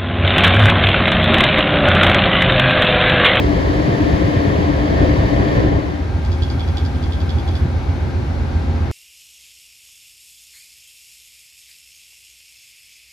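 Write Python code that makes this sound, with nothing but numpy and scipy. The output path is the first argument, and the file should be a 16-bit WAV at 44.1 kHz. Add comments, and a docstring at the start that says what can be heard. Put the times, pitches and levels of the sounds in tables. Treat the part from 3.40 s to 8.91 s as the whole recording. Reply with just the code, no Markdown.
"""A passenger train idles at a platform, heard in stereo from two spots, one fading into the other.
Between the cars and the station wall, blowers roar and drone over a lumpy rumble with soft thuds.
Out in the open the diesel's exhaust orders beat into a throb, and fan blades whine in uneven air.
There, for a moment, something metal clicks like a ratchet: a pawl snaps over its teeth and rings,
and the side of the car throws each click back at the microphones."""
import sys
import numpy as np
from scipy import signal
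from scipy.fft import rfft, irfft
from scipy.io import wavfile

SR = 44100
rng = np.random.default_rng(int(sys.argv[2]) if len(sys.argv) > 2 else 0)


def generate_wav(signal):
    """Clip the signal to [-1, 1] and save it as 16-bit WAV at the path in sys.argv[1]."""
    frames = np.transpose(np.atleast_2d(signal))
    scaled = np.clip(frames, -1, 1) * 32767
    pcm = np.round(scaled).astype(np.int16)
    wavfile.write(sys.argv[1], SR, pcm)


N = 243157
TIME, FREQS = np.arange(N) / SR, np.fft.rfftfreq(N, 1 / SR)

# how sound reaches the microphone pair by the wall and in the open:
# (frequency [Hz], likeness [0-1], left lead [rad], left minus right [dB])
WALL_MICS = [(50, 0.95, -0.2, 0.4), (200, 0.84, -0.2, 0.4), (400, 0.27, 0.1, 6.7), (750, 0.6, 2.3, 4.3),
             (1100, 0.74, 2.4, 1.3), (1400, 0.57, 3.0, -1.5), (1800, 0.16, 2.6, 2.7),
             (2400, 0.12, 3.8, 1.1), (3100, 0.5, 5.5, -0.6), (4500, 0.66, 6.5, -0.0), (5400, 0.3, 9.2, 0.8),
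             (6500, 0.43, 11.8, -2.3), (8300, 0.7, 15.7, 0), (11000, 0.7, 18.8, 0)]
OPEN_MICS = [(50, 0.91, 0.0, -0.5), (300, 0.75, 0.2, 0.3), (420, 0.68, 0.5, -0.0), (550, 0.64, 1.2, 3.8),
             (950, 0.52, 1.2, 4.9), (1400, 0.08, -0.3, 3.5), (2000, 0.1, 0.3, 0.4), (3000, 0.23, 0.4, 1.7),
             (4500, 0.62, 0.3, 0.5), (5400, 0.36, 0.6, 1.6), (6300, 0.53, -0.6, 0.8), (8300, 0.7, -3.1, 0),
             (11000, 0.7, -6.3, 0)]


def diesel(cycle_hz=7.497):
    """Neighbouring exhaust orders beat into two uneven throbs a cycle; returns sound and envelope."""
    # exhaust orders: (multiple of the engine cycle, level [dB])
    orders = [(7, -41), (8, -36.5), (9, -25.5), (10, -33.3), (11, -21.4), (12, -32.5), (13, -33.3),
              (16, -43), (17, -38), (21, -42)]
    # strength of the engine: (time [s], gain [dB])
    strength = [(2.5, -5), (2.63, -1.3), (3.3, -1), (3.7, -2), (4.15, 0.3), (4.5, -.2), (5.25, 0.4),
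                (5.5, -.5)]
    turns = .265 + np.cumsum(cycle_hz * (1 + .001 * drift(1.5))) / SR
    # the muffler delays each order by its distance from the loudest one, which spreads the throbs
    loudest, spread = 11, -.03
    exhaust = sum(gain_of(db) * np.exp(2j * np.pi * (order * turns + spread * (order - loudest) ** 2))
                  for order, db in orders)
    exhaust *= gain_of(curve(strength) + .9 * drift(10))  # no two firings are alike
    return np.sqrt(2) * exhaust.real * panned(-1), evened(abs(exhaust))


def engine_in_the_open(puff_floor=2.0):
    """Out in the open, each diesel throb pushes out a puff of rumble under the steady fans."""
    # fan and engine noise: (frequency [Hz], density [dB per Hz])
    spectrum = [(20, -75), (35, -56), (55, -42), (85, -42), (125, -47), (185, -56), (215, -52.5),
                (255, -53.5), (320, -57.5), (355, -53.5), (410, -60.5), (600, -64.5), (790, -60.5),
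                (930, -66), (1020, -68), (1150, -70.5), (1500, -69), (1850, -73.5), (2200, -73),
                (2700, -78), (4600, -82.5), (5000, -84), (6000, -88), (10000, -99.5), (13500, -107.4)]
    # fan and motor tones: (frequency [Hz], width [Hz], level [dB], left minus right [dB])
    whine = [(238, 5, -40.5, 1.5), (269, 4, -37.7, 1.5), (538.3, 6, -45, 5), (951, 4, -53.5, 4),
             (1588, 6, -49.3, 3.5), (2143, 10, -59, 2), (2229, 30, -58, 2), (3650, 200, -60, 1),
             (4230, 130, -63, 0)]
    exhaust, throb = diesel()
    rumble, hiss = split(rush(spectrum, OPEN_MICS), hz=220)
    puffs = rumble * evened(puff_floor + throb)
    return exhaust + puffs + hiss + fan_tones(whine, OPEN_MICS, steadiness=.73)


def blowers_by_the_wall():
    """Between cars and wall, blower air roars over a lumpy rumble and surges now and then."""
    # fan and engine noise: (frequency [Hz], density [dB per Hz])
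    spectrum = [(20, -58), (35, -71), (54, -38.5), (90, -40.5), (175, -45.5), (230, -50), (350, -49),
                (450, -52.5), (700, -53.5), (790, -58.5), (1020, -57.5), (1420, -67), (1680, -62),
                (2050, -65.5), (2600, -70), (4800, -76), (5800, -82.5), (10000, -96), (13500, -101.3)]
    # surges of the roar: (middle [s], half length [s], rise [dB])
    surges = [(0.71, 0.12, .7), (1.625, 0.055, 3.4), (1.7, 0.04, 1), (1.786, 0.033, 1), (2.02, 0.036, 2.8),
              (2.19, 0.04, 4), (2.265, 0.026, 3.5), (2.355, 0.045, 4)]
    # slow changes in the hiss: (time [s], gain [dB])
    hiss_gain = [(0, .5), (.9, 1), (1.35, -0.5), (1.75, 0.5), (1.95, -0.5), (2.15, -0.3), (2.35, -2.5),
                 (2.55, 1)]
    low, hiss = split(rush(spectrum, WALL_MICS), hz=1200)
    rumble, roar = split(low, hz=260)
    roar += rumble * flutter(depth=.35, rate_hz=9.3)
    roar_db = 2.16 + sum(db * np.exp(-((TIME - s) / length) ** 4) for s, length, db in surges)
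    # the drone follows most of each surge, the hiss very little
    drone = blower_drone() * gain_of(.71 * roar_db)
    hiss *= gain_of(curve(hiss_gain) + .082 * roar_db)
    return roar * gain_of(roar_db) + hiss + drone


def blower_drone():
    """By the wall the big blower hums on a close, fluttering pair of tones among lesser ones."""
    # the big blower, then lesser blowers and motors:
    # (frequency [Hz], width [Hz], level [dB], left minus right [dB])
    hum_tones = [(291.5, 12, -25.2, 5.5), (309, 16, -34, 1.5)]
    lesser_tones = [(82.5, 1.2, -27.5, 0.1), (263, 10, -36.5, 4), (402.5, 2.5, -35.5, 8), (513, 10, -38, 6),
                    (545, 24, -38.5, 4), (632, 22, -41.5, 4), (690, 40, -37.5, 2.5), (803, 5, -43, 1.5),
                    (1060, 16, -48, 1), (1285, 60, -51, 0), (1819, 18, -43.3, 4)]
    hum = fan_tones(hum_tones, WALL_MICS, steadiness=0) * flutter(depth=.55, rate_hz=11.5)
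    return hum + fan_tones(lesser_tones, WALL_MICS, steadiness=.033)


def fan_whirr():
    """The fans by the wall whirr in high, metallic bands, roughened by a fast flutter."""
    # whirr bands: (frequency [Hz], width [Hz], level [dB], left minus right [dB])
    bands = [(1690, 130, -45.5, 3), (1940, 110, -46.3, 3), (2130, 170, -45, 2), (2390, 50, -54, 2),
             (2960, 60, -56, 0), (3130, 30, -56, 0), (3301, 35, -56, 0), (3620, 120, -55, 0),
             (4400, 70, -58, 0), (4950, 160, -59, 0), (6350, 500, -62, -2)]
    # swell of the whirr: (time [s], gain [dB])
    swell = [(0, .7), (1.5, .3), (1.7, 2), (1.9, 1.5), (2.13, 3.5), (2.33, 1), (2.55, 2)]
    whirr = fan_tones(bands, WALL_MICS, steadiness=0) * flutter(depth=.5, rate_hz=45)
    return whirr * gain_of(curve(swell))


def rush(spectrum, mics, ripple_db=1.7, spacing_hz=28):
    """Turbulent air and engine rumble; reflections leave fine, fixed peaks and dips in its colour."""
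    knots = np.arange(0, SR / 2, spacing_hz)
    ripple = np.array([np.interp(FREQS, knots, row[:len(knots)]) for row in rng.standard_normal((2, N))])
    ripple = (ripple + ripple.sum(0)) / np.sqrt(5)  # partly shared by the microphones
    depth_db = ripple_db * FREQS / (FREQS + 500)  # long waves are hardly combed
    colour = gain_of(columns_at(spectrum, FREQS)[0] + depth_db * ripple) * np.sqrt(SR / 2)
    balance_db = columns_at(mics, FREQS)[2]
    return irfft(mic_pair(mics) * colour * panned(balance_db), N)


def fan_tones(table, mics, steadiness):
    """Fan blades in uneven air: lines that wander in phase and, the less steady, waver in level."""
    out, pair = np.zeros((2, N)), mic_pair(mics)
    for hz, width, db, balance_db in table:
        band = np.fft.ifft(pair / np.sqrt(1 + ((FREQS - hz) / (.5 * width)) ** 4), N)
        line = band.real / (abs(band) + 1e-12) ** steadiness
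        out += gain_of(db) * panned(balance_db) * np.array([evened(side) for side in line])
    return out


def ratchet(echo_s=.0105, echo_db=-.5):
    """The pawl clicks over its teeth, heavy and light by turns; the car side throws each click back."""
    # clicks: (time [s], level [dB], tilt to the upper modes [dB per octave], relative crack level [dB])
    clicks = [(2.849, -37, 18, -2), (2.917, -31, 20, -13), (3.0217, -26, -1, -11), (3.0997, -30, 16, -10),
              (3.195, -30, -6, -13), (3.276, -33, 11, -6), (3.37, -27, 1, -6), (3.45, -31, 17, -10),
              (3.548, -41, -3, -10), (3.627, -32, 12, -7), (3.722, -32, -2, -12), (3.803, -33, 6, -8),
              (3.892, -28.7, 3, -10), (3.984, -33, 11, -13), (4.0766, -30.3, 0, -10), (4.153, -31.5, 5, -9)]
    out = np.zeros((2, N))
    for s, db, tilt_db, crack_db in clicks:
        for delay, path_db in ((0, 0), (echo_s, echo_db)):
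            add(out, s + delay, gain_of(db + path_db) * click(tilt_db, crack_db))
    return out


def click(tilt_db, crack_db, crack_t60=.021, snap_s=.0005, attack_s=.0006):
    """The pawl hits a tooth: a bright snap at first contact, a dry crack and a ring."""
    # colour of the crack: (frequency [Hz], relative level [dB])
    spectrum = [(1500, -25), (2600, -12), (3300, -2), (4100, -8), (4900, 0), (6000, -10), (7200, -12),
                (9000, -25), (11500, -28), (13500, -35)]
    t = TIME[:SR // 5]
    colour = gain_of(columns_at(spectrum, np.fft.rfftfreq(len(t), 1 / SR))[0])
    noise = evened(irfft(rfft(rng.standard_normal(len(t))) * colour, len(t)))
    crack = gain_of(crack_db - 60 * t / crack_t60) * panned(-1) * noise
    snap = gain_of(crack_db - 7) * rng.standard_normal(len(t)) * np.exp(-t / snap_s)
    ring = gain_of(-4.5) * panned(-7) * pawl_ring(t, tilt_db)
    return snap + (crack + ring) * (1 - np.exp(-t / attack_s))


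def pawl_ring(t, tilt_db):
    """The loose pawl's modes chatter and sag, a little differently at every tooth."""
    # modes of the pawl: (frequency [Hz], relative level [dB], t60 [s])
    modes = [(3100, 0, 0.03), (3330, -14, .22), (3317, 2.5, 0.052), (3430, -3, 0.05), (3750, -4.5, 0.03),
             (4200, -10, .05), (4680, -3.5, 0.045), (5130, -10, .03), (6380, -19, 0.05)]
    sag, sag_s = .035, .007  # each ring starts this share sharp and settles this fast
    rattle_depth, rattle_hz = .35, 260
    detune, uneven_db, left_lead_rad = .008, 1.5, 1.9
    pivot_hz, tilt_top_hz = 4200, 5130
    sagging = t + sag * sag_s * (1 - np.exp(-t / sag_s))
    knots = np.arange(0, t[-1], .5 / rattle_hz)
    ring = np.zeros((2, len(t)))
    for hz, db, t60 in modes:
        pitch, strength = rng.standard_normal(2)
        chatter = rattle_depth * rng.standard_normal((2, len(knots)))
        shake, slip = (np.interp(t, knots, row) for row in chatter)
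        angle = 2 * np.pi * (hz * (1 + detune * pitch) * sagging + rng.random()) + slip
        level_db = db + tilt_db * np.log2(min(hz, tilt_top_hz) / pivot_hz) + uneven_db * strength
        ring += gain_of(level_db - 60 * t / t60) * (1 + shake) * np.sin([angle, angle - left_lead_rad])
    return ring


def fine_hiss(centre_hz=9000, half_width_hz=4000):
    """A soft, high hiss that goes with the ratchet and swells as it stops."""
    # course of the hiss: (time [s], level [dB])
    levels = [(2.7, -80), (2.95, -63), (3.95, -62.5), (4.1, -64), (4.17, -57.5), (4.26, -68), (4.4, -90)]
    band = irfft(mic_pair(OPEN_MICS) * bell(FREQS, centre_hz, half_width_hz), N)
    return evened(band) * gain_of(curve(levels))


def thuds(half_width_hz=63):
    """Soft, low thuds within the rumble, alike at both microphones."""
    # thuds: (middle [s], half length [s], pitch [Hz], level [dB])
    events = [(.487, .015, 175, -20), (.738, .022, 85, -16), (.885, .015, 165, -20.5),
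              (.98, .025, 112, -17.5), (1.695, .03, 72, -16), (1.79, .022, 90, -13.5),
              (2.178, .012, 130, -14.5), (2.282, .022, 75, -16), (2.365, .02, 80, -17),
              (2.79, .018, 135, -25), (4.255, .016, 150, -16.5)]
    out = np.zeros(N)
    for s, length, hz, db in events:
        body = irfft(rfft(rng.standard_normal(N)) * bell(FREQS, hz, half_width_hz), N)
        swell = bell(TIME, s, length)
        thud = body * swell
        out += gain_of(db) * thud * np.linalg.norm(swell) / np.linalg.norm(thud)
    return out


def platform_scatter(x, wet_db=-6, t60=.22):
    """Adds short scatter from the cars, the ground and the fence."""
    t = TIME[:SR // 2]
    tail = rng.standard_normal((2, len(t))) * gain_of(-60 * t / t60) * (t > .004)
    tail /= np.linalg.norm(tail[0])
    return x + gain_of(wet_db) * signal.fftconvolve(x, tail, axes=1)[:, :N]


def mic_pair(mics):
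    """Spectra of white noise at the two microphones, partly alike and shifted in phase."""
    likeness, lead, _ = columns_at(mics, FREQS)
    left, other = rfft(rng.standard_normal((2, N)))
    right = likeness * left + np.sqrt(1 - likeness ** 2) * other
    return np.array([left, right * np.exp(-1j * lead)])


def flutter(depth, rate_hz):
    """An uneven beat in loudness, of unit rms."""
    turns = rng.random() + np.cumsum(rate_hz * (1 + .25 * drift(6))) / SR
    return evened(1 + depth * np.sin(2 * np.pi * turns))


def drift(rate_hz):
    """Slow random wandering of unit rms."""
    return evened(irfft(rfft(rng.standard_normal(N)) * bell(FREQS, 0, rate_hz), N))


def split(x, hz):
    """The low and the high part of a sound."""
    low = irfft(rfft(x) / (1 + (FREQS / hz) ** 2), N)
    return low, x - low


def columns_at(table, hz):
    """Each column of a table at the given frequencies, on a log axis."""
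    knots, *columns = np.transpose(table)
    return [np.interp(np.log(hz + 1), np.log(knots + 1), column) for column in columns]


def curve(points):
    """Straight lines through (time, value) points, at every sample."""
    return np.interp(TIME, *np.transpose(points))


def bell(x, centre, half_width):
    """A Gaussian hump of height one."""
    return np.exp(-((x - centre) / half_width) ** 2)


def panned(balance_db):
    """Left and right gains for a level difference."""
    return gain_of(np.array([[.5], [-.5]]) * balance_db)


def gain_of(db):
    """Decibels to amplitude."""
    return 10 ** (np.asarray(db) / 20)


def evened(x):
    """Scales to unit rms."""
    return x / np.sqrt(np.mean(x ** 2) + 1e-20)


def add(mix, s, sound):
    """Adds a stereo sound to the mix at time s."""
    part = mix[:, round(s * SR):][:, :sound.shape[1]]
    part += sound[:, :part.shape[1]]


def scene():
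    """The spot by the wall fades into the spot in the open; thuds run through both."""
    fade = np.interp(TIME, (2.2, 2.745), (0, 1))
    wall = blowers_by_the_wall() + fan_whirr()
    open_air = engine_in_the_open() + platform_scatter(ratchet()) + fine_hiss()
    return (1 - fade) * wall + fade ** .74 * open_air + thuds()


def record(dry):
    """The recorder's band limit."""
    lowpass = signal.firwin(511, cutoff=13700, window=("kaiser", 9), fs=SR)
    return signal.oaconvolve(dry, lowpass[None], "same")


dry = scene()
out = record(dry)
generate_wav(out)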